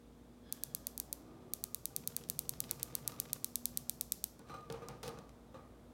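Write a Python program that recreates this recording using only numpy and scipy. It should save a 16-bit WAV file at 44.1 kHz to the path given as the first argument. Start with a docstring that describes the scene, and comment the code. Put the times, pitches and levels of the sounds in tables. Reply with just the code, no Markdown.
"""A canary close by in a wire cage makes a quick run of dry clicks, probably with its beak.
Each click is one tiny bright pulse with near echoes and a soft room tail. The bird fidgets as it goes;
then come a few knocks that ring the frame and wires, with sharp claw ticks and a short scrabble.
Under it all lies a quiet room: a faint hum, a brief gliding drone and a dull, distant stirring."""
import sys
import numpy as np
from scipy import signal
from scipy.fft import rfft, irfft
from scipy.io import wavfile

SR = 44100
rng = np.random.default_rng(int(sys.argv[2]) if len(sys.argv) > 2 else 0)


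def pcm_store(signal):
    """Save signal as 16-bit PCM."""
    levels = np.round(np.clip(np.atleast_2d(signal), -1, 1) * 32767)
    wavfile.write(sys.argv[1], SR, levels.astype(np.int16).T)


N = 261513
TIME = np.arange(N) / SR

# knocks on the cage: start_s, clatter_db, frame_db, wire_db
CAGE_KNOCKS = [(1.904, -70, -65.5, -74), (3.059, -55, -76, -64), (3.12, -58, -74, -61),
               (4.394, -62, -65, -77.5), (4.496, -50, -63.5, -48.5), (4.54, -56, -55.5, -48),
               (4.7, -50.5, -49.5, -63), (4.739, -49, -57, -70), (4.820, -53, -57.5, -53.5),
               (4.886, -50.5, -54, -61), (5.031, -52.5, -51.5, -56), (5.057, -51, -53, -74),
               (5.080, -49.5, -55, -61), (5.173, -59, -60, -58), (5.543, -54.5, -58, -58.5)]
# ring of the frame and tray: pitch_hz, level_db, t60_s
FRAME_MODES = [(132.4, -6.5, 0.51), (163.4, -13, 1), (462, 2, 0.41), (495, -2.5, 0.4), (528.5, 1.5, 0.135),
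               (700, -18, 0.19), (783, -4.5, 0.28), (894, -6, 0.2), (1094, -24, 0.24), (1107, -10.5, 0.24),
               (1456, -7, 0.14), (2535, -13.5, 0.094), (2810, -21, 0.15), (3710, -15, 0.04)]
# ring of the wire bars: pitch_hz, level_db, t60_s
WIRE_MODES = [(1165, -1.5, 0.45), (1198, -8, 0.51), (1226, -3, 0.48), (1230, -1.5, 0.51), (2470, -17, 0.29),
              (4000, -21, 0.25), (4080, -21, 0.27), (4070, -20.5, 0.39), (5930, -28, 0.13),
              (5980, -18, 0.19), (8600, -25.5, 0.14), (8470, -19, 0.114), (14200, -23, 0.14)]
# bright tone of a claw tick: frequency_hz, level_db
CLAW_COLOUR = [(500, -1), (1500, -4), (2600, -3), (4100, 1.5), (6000, 0), (7700, -8.5), (9000, -5),
               (12000, -11), (16000, -12.5)]
# low boom of the cage and the distance: frequency_hz, level_db
BOOM_COLOUR = [(60, -46), (85, -11), (140, 2), (200, -10.5), (270, -16.5), (400, -13.5), (600, -22),
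               (1200, -49)]
# dull midrange rustle: frequency_hz, level_db
RUSTLE_COLOUR = [(250, 3.5), (480, 1.5), (650, 2.5), (1000, -6), (1230, -6), (1550, -14.5), (2500, -19.5),
                 (5000, -45)]


def from_db(db):
    """Decibels to gain."""
    return 10 ** (np.asarray(db) / 20)


def rms_one(x):
    """Scale to unit rms."""
    return x / np.sqrt(np.mean(x ** 2) + 1e-20)


def at_hz(points, hz):
    """Read a curve on a log-frequency axis."""
    f, value = np.transpose(points)
    return np.interp(np.log(np.maximum(hz, 1)), np.log(f), value)


def noise(colour, size=N):
    """Coloured noise, rms 1, rolling off below the lowest point."""
    hz = np.fft.rfftfreq(size, 1 / SR)
    gain = from_db(at_hz(colour, hz)) * np.minimum(hz / colour[0][0], 1) ** 2
    return rms_one(irfft(rfft(rng.standard_normal(size)) * gain, size))


def drift(rate_hz):
    """Smooth random wander, rms 1."""
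    hz = np.fft.rfftfreq(N, 1 / SR)
    return rms_one(irfft(rfft(rng.standard_normal(N)) * np.exp(-(hz / rate_hz) ** 2), N))


def impulse(colour, size=1024):
    """The tightest pulse of a given colour (minimum phase), energy 1."""
    cepstrum = irfft(np.log(from_db(at_hz(colour, np.fft.rfftfreq(size, 1 / SR)))))
    fold = np.r_[1, np.full(size // 2 - 1, 2), 1, np.zeros(size // 2 - 1)]
    pulse = irfft(np.exp(rfft(cepstrum * fold)))
    return pulse / np.linalg.norm(pulse)


def dying(t60_s, size):
    """Decay that loses 60 dB in t60_s."""
    return np.exp(-np.log(1000) * TIME[:size] / t60_s)


def swell(start_s, length_s, attack_s, t60_s):
    """Envelope that rises, holds until its length is over, then dies away."""
    age = TIME - start_s
    release = np.exp(-np.log(1000) * np.maximum(age - length_s, 0) / t60_s)
    return np.clip(age / attack_s, 0, 1) * release


def add(out, start_s, sound):
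    """Mix a sound in at start_s."""
    start = int(round(start_s * SR))
    out[start:start + len(sound)] += sound[:N - start]


def struck(modes, scatter_db=0, size=24000):
    """Ringing modes; scatter varies their strengths, as when each blow lands elsewhere."""
    hz, db, t60_s = np.transpose(modes)[:, :, None]
    strength = from_db(db + scatter_db * rng.standard_normal(hz.shape)) * rng.choice([-1, 1], hz.shape)
    return np.sum(strength * np.sin(2 * np.pi * hz * TIME[:size]) * dying(t60_s, size), axis=0)


def slips(per_s):
    """Tiny stick-slip jerks, uneven in timing and size; rms 1."""
    return rms_one((rng.random(N) < per_s / SR) * rng.uniform(0.64, 1, N) * rng.choice([-1, 1], N))


def background(air_db, rumble_db):
    """A bed of room tone and low rumble, with a dull stirring that ebbs and flows far off."""
    # level ride of the stirring: time_s, level_db
    stir_ride = [(0, -71.5), (1.3, -62.5), (1.85, -68.5), (2.7, -64), (4.2, -68), (5.93, -65.5)]
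    # room tone: frequency_hz, level_db
    air_colour = [(50, 0.5), (80, -2), (150, -3), (280, -2.5), (420, -10), (650, -16), (1000, -20),
                  (2000, -28), (2900, -30), (3500, -25.5), (4300, -30.5), (9000, -33), (16000, -37.5)]
    rumble = from_db(rumble_db) * noise(BOOM_COLOUR)
    stir = from_db(np.interp(TIME, *np.transpose(stir_ride))) * noise(RUSTLE_COLOUR)
    return rumble + stir + from_db(air_db) * noise(air_colour)


def hum(waver, wander_rad):
    """Faint appliance hum, wavering in level and phase; its second tone swells once."""
    # hum tones: pitch_hz, level_db, drift_hz
    hum_tones = [(56.55, -67, 1.9), (240.6, -66, 2.7), (472.7, -74, 4), (595, -87, 6.3)]
    tones = []
    for hz, db, drift_hz in hum_tones:
        level = from_db(db) * (1 + waver * drift(drift_hz))
        phase = 2 * np.pi * hz * TIME + wander_rad * drift(drift_hz)
        tones.append(level * np.sqrt(2) * np.sin(phase))
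    tones[1] *= 1 + from_db(6.5) * swell(start_s=3.42, length_s=0.2, attack_s=0.15, t60_s=0.76)
    return sum(tones)


def drone(peak_s, fade_s, pitch_hz, rise_hz_per_s, blur_hz, level_db):
    """A blurred low tone fades in and out far away, gliding upward."""
    age = TIME - peak_s
    phase = 2 * np.pi * np.cumsum(pitch_hz + rise_hz_per_s * age) / SR
    level = from_db(level_db) * np.exp(-(age / fade_s) ** 2)
    return level * (np.tanh(drift(blur_hz)) * np.sin(phase) + np.tanh(drift(blur_hz)) * np.cos(phase))


def room_tail(dry, colour, predelay_s, build_s, size=26000):
    """Diffuse reverb: a sound's energy returns as noise, each band dying at its own rate."""
    # decay of the room: frequency_hz, t60_s
    reverb_times = [(2000, 0.16), (5500, 0.5662), (10000, 0.3), (16000, 0.3852)]
    out, hz = np.zeros(N), np.fft.rfftfreq(N, 1 / SR)
    diffuse = rfft(noise(colour))
    arrival = np.clip((TIME[:size] - predelay_s) / build_s, 0, 1)
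    edges_hz = [300, 2000, 4000, 6000, 8000, 11000, 14000, 18000]
    for low, high in zip(edges_hz, edges_hz[1:]):
        decay = (arrival * dying(at_hz(reverb_times, np.sqrt(low * high)), size)) ** 2
        energy = signal.fftconvolve(dry ** 2, decay / decay.sum())[:N]
        out += np.sqrt(np.abs(energy)) * irfft(diffuse * (hz >= low) * (hz < high), N)
    return out


def fidgeting(attack_s, t60_s):
    """Three envelopes: how hard the feet scuff, jog the cage and rub the bars."""
    # spells of fidgeting: start_s, length_s, scuff_db, jog_db, rub_db
    spells = [(.45, 0.11, -68, -71, -84), (0.657, 0.081, -78, -61.5, -76), (1.218, 0.44, -78.5, -64, -71.5),
              (1.897, 0.71, -69.5, -59.5, -82), (2.587, 0.77, -64.5, -60, -72),
              (3.668, 0.14, -75, -59, -81), (4.435, 0.1, -69, -61.5, -61)]
    power = sum(np.outer(from_db(levels_db), swell(start_s, length_s, attack_s, t60_s)) ** 2
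                for start_s, length_s, *levels_db in spells)
    return np.sqrt(power)


def squeak(level_db):
    """Light rubbing sings in a few broad resonances, starting just before the first click."""
    # squeak resonances: pitch_hz, level_db, t60_s
    squeak_modes = [(1670, -2, 0.032), (2900, -13, 0.013), (3360, -1, .02), (4230, -4, 0.015),
                    (5030, -3, .01)]
    rub = signal.fftconvolve(rng.standard_normal(N), struck(squeak_modes, scatter_db=3))[:N]
    envelope = swell(start_s=0.418, length_s=0.12, attack_s=0.045, t60_s=2.2)
    return from_db(level_db) * envelope * rms_one(rub)


def singing_bars(rub, size=24000):
    """Light continuous rubbing keeps the wires sounding."""
    friction = rng.standard_normal(N + size)
    ring = signal.fftconvolve(friction, struck(WIRE_MODES, size=size), mode="valid")[:N]
    return rub * rms_one(ring)


def scuffing(scuff, grains_per_s, frame_db, uneven_db):
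    """The feet change grip in soft, scratchy spurts that also stir the frame."""
    # soft tone of a scuff: frequency_hz, level_db
    scuff_colour = [(250, -1), (500, 5), (1200, 0.5), (2000, -2), (4000, -4), (8000, -12), (16000, -23)]
    spurts = from_db(uneven_db * np.clip(drift(rate_hz=90), -2, 2))
    jerks = slips(grains_per_s) * spurts
    scratch = rms_one(signal.fftconvolve(jerks, impulse(scuff_colour))[:N])
    body = rms_one(signal.fftconvolve(jerks, struck(FRAME_MODES))[:N])
    return scuff * (scratch + from_db(frame_db) * body)


def cage_rumble(jog, boom_db, rustle_db, attack_s, t60_s):
    """The cage rumbles while the bird jogs it, and booms and rustles on after each knock."""
    shake = np.sqrt(sum((from_db(clatter_db) * swell(start_s, attack_s, attack_s, t60_s)) ** 2
                        for start_s, clatter_db, *_ in CAGE_KNOCKS))
    boom = np.hypot(jog, from_db(boom_db) * shake) * noise(BOOM_COLOUR)
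    return boom + from_db(rustle_db) * shake * noise(RUSTLE_COLOUR)


def loaded(modes, detune):
    """The bird's weight and grip retune each mode a little at every blow."""
    return [(hz * (1 + detune * rng.standard_normal()), db, t60_s) for hz, db, t60_s in modes]


def cage_knocks(clatter_t60_s, size=24000):
    """Each knock shakes loose parts into a short clatter and rings the frame and bars."""
    # bass-heavy clatter: frequency_hz, level_db
    clatter_colour = [(60, 3.5), (140, 8), (300, 0.5), (500, -6), (900, -1.5), (1400, -7), (2000, -13),
                      (4000, -20), (8000, -29), (16000, -44)]
    out = np.zeros(N)
    for start_s, clatter_db, frame_db, wire_db in CAGE_KNOCKS:
        add(out, start_s, from_db(clatter_db) * noise(clatter_colour, size) * dying(clatter_t60_s, size))
        add(out, start_s, from_db(frame_db) * struck(loaded(FRAME_MODES, detune=0.016), scatter_db=4))
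        add(out, start_s, from_db(wire_db) * struck(loaded(WIRE_MODES, detune=0.015)))
    return out


def stray_ticks(scuff, per_s, gain_db, t60_s, size=1024):
    """Fainter claw ticks at random moments, riding the level of the scuffing."""
    touches = (rng.random(N) < per_s / SR) * scuff
    tick = noise(CLAW_COLOUR, size) * dying(t60_s, size)
    return from_db(gain_db) * signal.fftconvolve(touches, tick)[:N]


def scrabble(grains_per_s, level_db):
    """The claws skid once in a dense spray of slips."""
    scrape = signal.fftconvolve(slips(grains_per_s), impulse(CLAW_COLOUR))[:N]
    envelope = swell(start_s=5.029, length_s=0.056, attack_s=0.0047, t60_s=0.025)
    return from_db(level_db) * envelope * scrape


def claw_ticks(t60_s, size=1024):
    """Claws tap perch and wire: tiny noise bursts, each with its own brightness."""
    # the clearest taps: start_s, level_db, tilt_db_per_octave
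    taps = [(2.238, -46.5, 2), (2.288, -44, 6.5), (2.537, -44, -2.5), (2.640, -41.5, 2), (2.694, -47, -1.5),
            (2.797, -44, 3), (3.120, -44.5, 0.5), (3.297, -50, -3.5), (4.393, -52, 6), (4.701, -40, -3.5),
            (4.7246, -40.5, 3), (4.886, -39.5, 2), (5.031, -40.5, 0), (5.035, -39.5, -2.5),
            (5.079, -37.5, 2), (5.091, -43, 1), (5.188, -47.5, -2), (5.293, -52.5, -2)]
    out = np.zeros(N)
    for start_s, db, tilt in taps:
        colour = [(hz, level + tilt * np.log2(hz)) for hz, level in CLAW_COLOUR]
        add(out, start_s, from_db(db) * noise(colour, size) * dying(t60_s, size))
    return out


def beak_clicks(trim_db, sink_per_s, stretch_per_s, jitter, splash_db, splash_t60_s, size=1024):
    """One tiny pulse a click; as the head turns, its colour sinks and its near echoes come later."""
    # about nine clicks a second with one pause, growing louder: start_s, level_db
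    clicks = [(0.5255, -9.5), (0.6364, -9.5), (0.7492, -9), (0.8696, -10), (0.9783, -14.5), (1.0003, -10),
              (1.1287, -10.5), (1.5363, -8.5), (1.6399, -9.5), (1.7465, -10), (1.8561, -9), (1.964, -8),
              (2.0754, -8), (2.1656, -8), (2.2995, -7.5), (2.3917, -7), (2.4936, -8), (2.6042, -7.5),
              (2.7116, -7), (2.8304, -8), (2.9527, -7.5), (3.0776, -7), (3.2007, -7), (3.3318, -6.5),
              (3.445, -7), (3.557, -6.5), (3.6562, -5.5), (3.7738, -6.5), (3.896, -7), (4.0111, -7.5),
              (4.1214, -5), (4.2412, -7)]
    # bright tone of a click: frequency_hz, level_db
    click_colour = [(400, -54.5), (1300, -31), (2400, -17), (2950, -25), (3500, -7.5), (4300, -5),
                    (5100, -12.5), (5600, -3), (7300, -6.5), (8200, -1), (10500, -1.5), (12000, 0.5),
                    (15000, -2.5), (17000, -7.5)]
    # echoes off edges right beside the head: delay_ms, level_db
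    near_echoes = [(.54, -10), (.95, -20), (1.45, -18), (2.03, -21)]
    out, khz = np.zeros(N), np.fft.rfftfreq(size, 1000 / SR)
    delay_ms, echo_db = np.transpose(near_echoes)
    middle_s = np.mean([start_s for start_s, _ in clicks])
    after_echo = TIME[:size] > delay_ms[0] / 1000
    for start_s, db in clicks:
        offset_s = start_s - middle_s
        colour = [(hz * (1 - sink_per_s * offset_s), level) for hz, level in click_colour]
        pulse = rfft(impulse(colour, size))
        paths_ms = delay_ms * (1 + stretch_per_s * offset_s + jitter * rng.standard_normal(len(delay_ms)))
        # the edges send the pulse back inverted; the bars scatter it into a splash
        echoes = -from_db(echo_db) @ np.exp(-2j * np.pi * np.outer(paths_ms, khz))
        splash = rng.standard_normal(size) * dying(splash_t60_s, size) * after_echo
        echoes += from_db(splash_db) * rfft(splash / np.linalg.norm(splash))
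        add(out, start_s, from_db(db + trim_db) * irfft(pulse * (1 + echoes)))
    return out


def scene():
    """Close, nearly dry clicks over the cage and the room bed; clicks and claws get a soft tail."""
    # airy tone of the clicks' reverb: frequency_hz, level_db
    tail_colour = [(1000, -10), (2000, -7.5), (3200, 0), (4500, 4), (6000, 6.5), (9000, 4.5), (13000, 6.5),
                   (16000, -1)]
    scuff, jog, rub = fidgeting(attack_s=0.047, t60_s=1)
    clicks = beak_clicks(trim_db=-0.5, sink_per_s=0.022, stretch_per_s=0.012, jitter=0.006,
                         splash_db=-17, splash_t60_s=0.01)
    feet = claw_ticks(t60_s=0.01) + scrabble(grains_per_s=2700, level_db=-55)
    feet += stray_ticks(scuff, per_s=16, gain_db=8.5, t60_s=0.01)
    fidget = scuffing(scuff, grains_per_s=2500, frame_db=-3.5, uneven_db=7)
    fidget += squeak(level_db=-69.5) + singing_bars(rub)
    cage = cage_knocks(clatter_t60_s=0.37)
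    cage += cage_rumble(jog, boom_db=-14, rustle_db=-12, attack_s=0.048, t60_s=1.06)
    tails = from_db(-18) * room_tail(clicks, tail_colour, predelay_s=0.0011, build_s=0.0083)
    tails += from_db(-10) * room_tail(feet, CLAW_COLOUR, predelay_s=0.0014, build_s=0.0014)
    bed = background(air_db=-62, rumble_db=-72.5) + hum(waver=0.26, wander_rad=0.75)
    bed += drone(peak_s=1.36, fade_s=0.29, pitch_hz=335.6, rise_hz_per_s=180, blur_hz=34, level_db=-57)
    return (bed + tails + fidget + cage + feet + clicks)[None]


def record(dry):
    """The microphone drops the deepest bass; the top is cut steeply."""
    low_cut_hz, high_cut_hz = 47, 16400
    thin = signal.sosfilt(signal.butter(6, low_cut_hz, "high", fs=SR, output="sos"), dry)
    high_cut = signal.firwin(241, high_cut_hz, window="blackman", fs=SR)
    return signal.fftconvolve(thin, high_cut[None], mode="same")


dry = scene()
out = record(dry)
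pcm_store(out)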